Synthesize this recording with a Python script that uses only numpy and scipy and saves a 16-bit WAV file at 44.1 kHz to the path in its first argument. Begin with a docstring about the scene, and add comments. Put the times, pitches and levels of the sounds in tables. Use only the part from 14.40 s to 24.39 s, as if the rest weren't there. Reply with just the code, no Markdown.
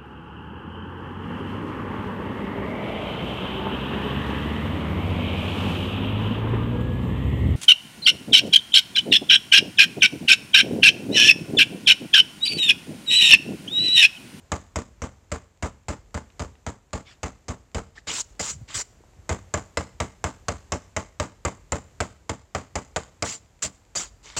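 """Two-stroke dirt bike turning over slowly outdoors

Each chug dumps the cylinder into the exhaust: noise blasts give a crack and a bark, swinging tones a low boom
and a drone, slower noise a trailing puff. Twice the chugging falters and gas spits out in sputtering hisses.
Whistles and ticks come from the engine, and dull low bumps fall between the chugs; the yard gives a faint echo."""
import sys
import numpy as np
from scipy import signal
from scipy.io import wavfile
from scipy.ndimage import uniform_filter1d

SR = 44100
rng = np.random.default_rng(int(sys.argv[2]) if len(sys.argv) > 2 else 0)


def digitize_waveform(pressure):
    """Quantize a signal to 16-bit integers and store it at the path in sys.argv[1].

    Rows of a 2-D input are taken as channels; values are limited to [-1, 1].
    """
    field = np.atleast_2d(pressure).T
    bounded = np.clip(field, -1, 1)
    quanta = np.round(bounded * 32767).astype(np.int16)
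    wavfile.write(sys.argv[1], SR, quanta)


N = 440559

# exhaust resonances, lift scaled by each user's depth: centre_hz, width_hz, lift_db
PIPE_MODES = [(172, 130, 5), (272, 52, 2), (315, 26, 2.5), (356, 27, 0), (449, 21.4, 6.5), (589, 52, 3.5),
              (871, 20, 4.5), (950, 18, 1), (1151, 124, 3), (1480, 66, 0.5), (2086, 160, 5), (2680, 54, 1),
              (3060, 220, 3.5), (3600, 81, 3), (3930, 43, -1), (4770, 61, 2.5), (5030, 390, 4)]
# spectrum of the blowdown's sharp edge: freq_hz, relative_density_db
CRACK_SPECTRUM = [(500, -12), (1200, -7.5), (2000, -12.5), (3200, -15.5), (4700, -16.5), (5700, -16),
                  (6900, -7.5), (7600, -8), (8600, -22.5), (10000, -34), (12000, -49.5), (15000, -43)]


def amp(db):
    """Decibels to gain."""
    return 10 ** (np.asarray(db) / 20)


def evened(x):
    """Scales to rms 1."""
    return x / np.sqrt(np.mean(x ** 2) + 1e-20)


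def read(points, hz):
    """Reads a spectrum on a log-frequency axis."""
    point_hz, value = np.transpose(points)
    return np.interp(np.log(hz + 1), np.log(point_hz + 1), value)


def add(mix, start_s, sound):
    """Mixes a sound in at start_s."""
    part = mix[max(round(start_s * SR), 0):][:len(sound)]
    part += sound[:len(part)]


def ring(points, modes=(), depth=1, size=4096):
    """Minimum-phase impulse response of a spectrum with resonances raised on it; energy 1."""
    hz = abs(np.fft.fftfreq(size, 1 / SR))
    lifts = sum(lift_db / (1 + (2 * (hz - f) / width_hz) ** 2) for f, width_hz, lift_db in modes)
    log_gain = np.log(amp(read(points, hz) + depth * lifts))
    response = np.fft.ifft(np.exp(np.conj(signal.hilbert(log_gain)))).real
    return response / np.linalg.norm(response)


def through(x, response):
    """Filters x, keeping its length."""
    return signal.fftconvolve(x, response)[:len(x)]


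def wobble(count, rate_hz):
    """Random curve: unit-variance Gaussian knots, rate_hz of them a second, joined by lines."""
    at = np.arange(count) * rate_hz / SR
    knots = rng.standard_normal(int(at[-1]) + 2)
    return np.interp(at, np.arange(len(knots)), knots)


def levelled(x, db, start_s, end_s):
    """Gives x the rms level db between two times."""
    window = x[int(start_s * SR):int(end_s * SR)]
    return x * amp(db) / np.sqrt(np.mean(window ** 2) + 1e-20)


def resonate(x, hz, width_hz):
    """A two-pole resonance, as the imaginary part of one complex pole."""
    r = np.exp(-np.pi * abs(width_hz) / SR)
    return signal.lfilter([1 - r], [1, -r * np.exp(2j * np.pi * hz / SR)], x).imag


def chugs():
    """Each blowdown swings the gas in the exhaust and rings its resonances."""
    # charge: gas swing in the pipe; force: how hard the port opens: start_s, charge_db, force_db
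    chug_rows = [(0.1187, 1, 2), (0.3587, 1.5, -0.5), (0.6193, -1.5, -5.5), (0.9174, -1.5, -1.5),
                 (1.2252, 2.5, -3.5), (1.484, 0.5, -4), (1.7436, -0.5, -5.5), (1.9952, -1, -5.5),
                 (2.2649, -2.5, -5.5), (2.5313, -1.5, -4), (2.8317, -2, -2), (3.083, -1.5, -6),
                 (3.3466, 1.5, -3.5), (3.671, -19, -15), (3.996, -10, -3), (4.893, 4.5, 1),
                 (5.1394, 0.5, 4), (5.3722, -0.5, 4.5), (5.602, 0.5, 2.5), (5.8412, 1, 2), (6.0835, -2, 3),
                 (6.3209, 0, 2), (6.5649, -2.5, 2.5), (6.799, 0.5, 3), (7.0505, 2, 3), (7.3205, 1, 3.5),
                 (7.604, -0.5, 4), (7.894, -3, 0), (8.149, -3.5, 1.5), (8.355, -2.5, 1),
                 (8.5614, -7.5, 3.5), (8.824, -5, 3.5), (9.242, -12.5, -9), (9.552, -19, -8),
                 (9.966, -10, -11.5)]
    # levels at 0 dB charge and force
    boom_db, drone_db, puff_db, bark_db, crack_db = -30.5, -36, -35.5, -29.5, -31
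    # dB per dB of charge (drone, puff) or force (crack: a hard opening is also brighter)
    drone_follow, puff_follow, crack_follow = 0.59, 1, 1.1
    head_s, middle_s, tail_s = .02, .04, .06
    out, t = np.zeros(N), np.arange(SR // 4) / SR
    for start_s, charge_db, force_db in chug_rows:
        chug = levelled(boom(t, force_db), boom_db + charge_db, 0, middle_s)
        chug += levelled(drone(t), drone_db + drone_follow * charge_db, 0, middle_s)
        chug += levelled(bark(t), bark_db + force_db, 0, head_s)
        chug += levelled(crack(t, force_db), crack_db + crack_follow * force_db, 0, head_s)
        chug += levelled(puff(t), puff_db + puff_follow * charge_db, head_s, tail_s)
        add(out, start_s, chug)
    return out


def blast(t, hold_s, decay_s, shock, ragged_db):
    """A pressure step as the port opens, then ragged turbulence that holds briefly and dies."""
    gas = rng.standard_normal(len(t)) * amp(ragged_db * wobble(len(t), 708))
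    gas *= np.exp(-np.maximum(t - hold_s, 0) / decay_s)
    gas[0] -= shock
    return gas


def bark(t, round_trip_s=.0083, return_db=-1):
    """The pressure wave runs down the chamber and comes back as a second blow."""
    # relative spectrum: freq_hz, density_db
    bark_spectrum = [(100, -44.5), (220, -25), (320, -8.5), (450, -2.5), (620, 1.5), (850, -5.5),
                     (1200, -7), (1700, -12), (2600, -14), (5000, -53.5)]
    blows = blast(t, hold_s=0.0048, decay_s=0.0031, shock=3.6, ragged_db=3.5)
    second = blast(t, hold_s=0.0016, decay_s=0.0094, shock=12.2, ragged_db=4.5)
    add(blows, round_trip_s, amp(return_db) * second)
    return through(blows, ring(bark_spectrum, PIPE_MODES, depth=1.42))


def crack(t, force_db, sizzle_db=-23):
    """The blowdown's sharp edge, shorter the harder it comes, over a faint longer sizzle."""
    hold_s, decay_s, halving_db = 0.0027, 0.0069, 14  # times at 0 dB force; halved per halving_db
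    stretch = 2 ** (-force_db / halving_db)
    sizzle = amp(sizzle_db) * blast(t, hold_s=0.0086, decay_s=0.049, shock=0, ragged_db=5.5)
    edge = blast(t, hold_s * stretch, decay_s * stretch, shock=6.5, ragged_db=3)
    chance_modes = lumps(low_hz=1190, high_hz=7490, lift_db=5, width_hz=440)
    return through(sizzle + edge, ring(CRACK_SPECTRUM, [*PIPE_MODES, *chance_modes]))


def lumps(low_hz, high_hz, lift_db, width_hz, count=12):
    """Chance resonances and dips, up to lift_db: no two cracks have quite the same colour."""
    draws = rng.uniform((low_hz, -1), (high_hz, 1), (count, 2))
    return [(hz, width_hz, lift_db * share) for hz, share in draws]


def boom(t, force_db, unsteady=0.31, detune=.035):
    """The gas in the pipe swings briefly, higher after a hard opening, then rings on unsteadily."""
    base_hz, hz_per_db = 79.5, .5
    peak_s, width_s, ring_decay_s = 0.014, 0.015, 0.054
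    hz = (base_hz + hz_per_db * force_db) * rng.normal(1, detune)
    swell = np.exp(-((t - peak_s) / width_s) ** 2)
    swell += unsteady * np.exp(-t / ring_decay_s) * wobble(len(t), 65.2)
    return swell * np.sin(2 * np.pi * hz * t - .4)


def drone(t, attack_s=0.0074, detune=.024):
    """The higher gas swings, hollow decaying tones, never tuned quite the same."""
    # pitch_hz, relative_level_db, t60_s
    overtones = [(125.5, -0.5, 0.26), (165.5, 0.5, 0.17), (192.3, 0.5, 0.22), (249.5, -1.5, .18),
                 (310.5, -5.5, 0.14)]
    tones = np.zeros(len(t))
    for hz, db, t60_s in overtones:
        cycles = hz * rng.normal(1, detune) * t + rng.random()
        tones += amp(db - 60 * t / t60_s) * np.sin(2 * np.pi * cycles)
    return np.minimum(t / attack_s, 1) * tones


def puff(t, attack_s=.023, hold_s=0.028, decay_s=0.024, ragged_db=4.0):
    """The rest of the charge follows while the port stands open."""
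    # relative spectrum: freq_hz, density_db
    puff_spectrum = [(120, -34.5), (250, -6.5), (350, -10), (600, -10), (1100, -11.5), (2000, -21),
                     (3200, -29), (5500, -31.5), (6900, -21.5), (7500, -22), (8600, -36), (10500, -49.5),
                     (12500, -56), (15000, -52)]
    flow = np.minimum(t / attack_s, 1) ** 2 * np.exp(-np.maximum(t - hold_s, 0) / decay_s)
    gas = flow * rng.standard_normal(len(t)) * amp(ragged_db * wobble(len(t), 299.6))
    return through(gas, ring(puff_spectrum, PIPE_MODES, depth=0.69))


def spits():
    """Gas squeezed out under compression: a broad rush with a sharp hiss on top."""
    # start_s, length_s, shut_s, rush_db, hiss_start_db, hiss_end_db
    spit_rows = [(2.648, 0.078, .018, -48.5, -63, -62), (3.55, 0.04, .01, -47, -66, -59),
                 (3.67, 0.14, 0.0061, -31.5, -37, -26), (3.993, 0.023, 0.0066, -33, -28, -27.5),
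                 (4.02, .09, .016, -35, -32.5, -30.5), (4.277, 0.081, 0.019, -41, -53, -42),
                 (4.341, .078, .005, -33.5, -24.5, -29.5), (8.843, .098, 0.016, -36.5, -31.5, -35.5),
                 (9.221, 0.04, 0.01, -31.5, -21.5, -29), (9.552, 0.083, 0.019, -35, -23.5, -36),
                 (9.826, 0.13, 0.014, -47, -49, -57), (9.964, 0.021, .006, -29, -29.5, -23)]
    # relative spectra: freq_hz, density_db
    rush_spectrum = [(100, -7), (300, -1.5), (600, -2.5), (1100, 2), (2000, 1.5), (3000, 1.5), (4300, 0.5),
                     (5600, -4), (7000, -9.5), (12000, -39)]
    hiss_spectrum = [(2000, -53), (4000, -15), (4750, -9), (5300, -11), (5900, -5), (6400, -7), (7000, 2),
                     (7550, 0.5), (8300, -13), (10000, -27), (12000, -38.5), (15000, -33.5)]
    # a jet at strong_db opens in open_s; a weaker one takes longer in proportion
    open_s, strong_db = 0.0024, -29.5
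    rush_sag_db = -4.5  # as the pressure behind a spit runs out
    rush, hiss = np.zeros(N), np.zeros(N)
    for start_s, length_s, shut_s, rush_db, first_db, last_db in spit_rows:
        rise_s = open_s * amp(strong_db - rush_db)
        low, high = jet(length_s, rise_s, shut_s, sputter_db=1.5, sputter_hz=372)
        spent = np.minimum(np.arange(len(low)) / SR / length_s, 1)
        add(rush, start_s, amp(rush_db + rush_sag_db * spent) * low)
        add(hiss, start_s, amp(first_db + (last_db - first_db) * spent) * high)
    gas = through(rush, ring(rush_spectrum, PIPE_MODES, depth=0.72))
    gas += through(hiss, ring(hiss_spectrum))
    return shifting(gas, patchy_db=2.6)


def jet(length_s, rise_s, fall_s, sputter_db, sputter_hz):
    """Two independent noises sharing one gate, broken up by a fast sputter."""
    t = np.arange(int((length_s + .06) * SR)) / SR
    gate = (1 - np.exp(-t / rise_s)) * np.exp(-np.maximum(t - length_s, 0) / fall_s)
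    sputter = evened(amp(sputter_db * wobble(len(t), sputter_hz)))
    return gate * sputter * rng.standard_normal((2, len(t)))


def shifting(x, patchy_db):
    """The colour of a jet shifts in patches of some hundred Hz and some hundredths of a second."""
    z = signal.stft(x, nperseg=256)[2]
    patches = uniform_filter1d(rng.standard_normal(z.shape), size=4, axis=0)
    patches = evened(uniform_filter1d(patches, size=7, axis=1))
    return signal.istft(z * evened(amp(patchy_db * patches)), nperseg=256)[1][:len(x)]


def whistles(width_hz=340):
    """The jet sings for a moment in a narrow gap: noise through two equal resonances."""
    # middle_s, length_s, pitch_hz, level_db
    whistle_rows = [(2.686, 0.077, 2280, -58), (2.691, .1, 3450, -61), (3.582, 0.027, 1880, -45.5),
                    (3.703, 0.018, 2920, -34.5), (3.807, 0.017, 6640, -30.5), (9.571, .017, 4740, -30)]
    out = np.zeros(N)
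    for middle_s, length_s, hz, db in whistle_rows:
        count = int(length_s * SR)
        tone = resonate(resonate(rng.standard_normal(count), hz, width_hz), hz, width_hz)
        add(out, middle_s - length_s / 2, amp(db) * evened(tone * np.hanning(count)))
    return out


def bumps():
    """Dull low pushes of noise between the chugs, with no resonances."""
    # start_s, length_s, level_db
    bump_rows = [(4.103, .1, -45), (4.208, 0.014, -36), (4.338, 0.036, -39), (4.763, 0.033, -45.5)]
    # relative spectrum: freq_hz, density_db
    bump_spectrum = [(25, -19), (55, -1), (90, 5), (160, -3.5), (300, -21), (600, -31), (2000, -60)]
    out, dull = np.zeros(N), ring(bump_spectrum)
    for start_s, length_s, db in bump_rows:
        noise = jet(length_s, rise_s=0.0014, fall_s=0.0039, sputter_db=-5.5, sputter_hz=100)[0]
        push = through(noise, dull)
        add(out, start_s, amp(db) * push * np.sqrt(length_s * SR) / np.linalg.norm(push))
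    return out


def ticks(decay_s=0.0015, rattle_db=-42, rattle_per_s=14):
    """Single resonant ticks of the machine, and a light loose rattle of randomly timed knocks."""
    # start_s, pitch_hz, peak_db
    tick_rows = [(1.902, 2970, -44), (2.154, 2570, -45), (4.605, 445, -46), (4.638, 704, -43.5),
                 (4.735, 1290, -46), (9.858, 5740, -33), (9.901, 4070, -28)]
    out, t = np.zeros(N), np.arange(SR // 30) / SR
    for start_s, hz, db in tick_rows:
        tick = rng.standard_normal(len(t)) * np.exp(-t / decay_s)
        tick = through(resonate(tick, hz, hz / 3), ring([(100, 4), (7500, 0), (10000, -28)]))
        add(out, start_s, amp(db) * tick / abs(tick).max())
    knocks = (rng.random(N) < rattle_per_s / SR) * np.minimum(rng.exponential(1, N), 3)
    burst = np.exp(-t / decay_s) * rng.standard_normal(len(t)) / 10
    return out + amp(rattle_db) * through(through(knocks, ring(CRACK_SPECTRUM)), burst)


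def yard(x, scatter_db=-22, echo_db=-1):
    """A few hard reflections and a thin tail scattered from ground and trees."""
    # colour of the scattered tail: freq_hz, relative_level_db
    scatter_spectrum = [(70, 1), (200, 3.5), (600, -10.5), (2000, -1.5), (4500, -1), (7400, -13),
                        (14000, 8)]
    # distinct reflections, level before echo_db: delay_s, level_db
    echo_rows = [(0.037, -22.5), (.063, -32), (0.098, -32), (0.12, -34.5), (0.157, -42)]
    t60_s, build_s, taps_per_s = .7, 0.044, 3000
    t = np.arange(SR * 3 // 4) / SR
    taps = rng.choice([-1., 1.], len(t)) * (rng.random(len(t)) < taps_per_s / SR)
    taps *= amp(-60 * t / t60_s) * np.minimum(t / build_s, 1) ** 2
    response = amp(scatter_db) * through(taps / np.linalg.norm(taps), ring(scatter_spectrum))
    for delay_s, db in echo_rows:
        add(response, delay_s, amp([db + echo_db]))
    return through(x, response)


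def air():
    """Quiet outdoor background: shaped noise with an unsteady low rumble."""
    # relative spectrum: freq_hz, density_db
    air_spectrum = [(12, -39), (20, 1.5), (74, 4), (228, -12.5), (434, -12.5), (1030, -18.5), (1150, -20.5),
                    (2320, -24.5), (3630, -29), (5380, -29.5), (7310, -23.5), (9140, -39.5), (11400, -41.5),
                    (14700, -41), (16000, -65)]
    rumble_spectrum = [(20, -26), (45, 18.0), (75, -2.5), (130, -6.5), (400, -63), (2000, -75)]
    wash = through(rng.standard_normal(N), ring(air_spectrum))
    wash *= amp(-56.73 + 2.1 * wobble(N, 2.5))
    rumble = through(rng.standard_normal(N), ring(rumble_spectrum))
    return wash + rumble * amp(-66.0 + 6.2 * wobble(N, 6.9))


def scene(near_db=-4):
    """Chugs excite the yard in full; the smaller sounds nearby reach it near_db weaker."""
    exhaust = chugs()
    small_sounds = spits() + whistles() + ticks() + bumps()
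    return (exhaust + small_sounds + yard(exhaust + amp(near_db) * small_sounds) + air())[None]


def record(dry):
    """The microphone loses the deepest bass; then the band limit."""
    low_cut_hz, edge_hz = 37, 16100
    thinned = signal.sosfilt(signal.butter(6, low_cut_hz, "highpass", fs=SR, output="sos"), dry)
    band = signal.firwin(511, edge_hz, window=("kaiser", 9), fs=SR)
    return signal.oaconvolve(thinned, band[None], "same")


dry = scene()
out = record(dry)
digitize_waveform(out)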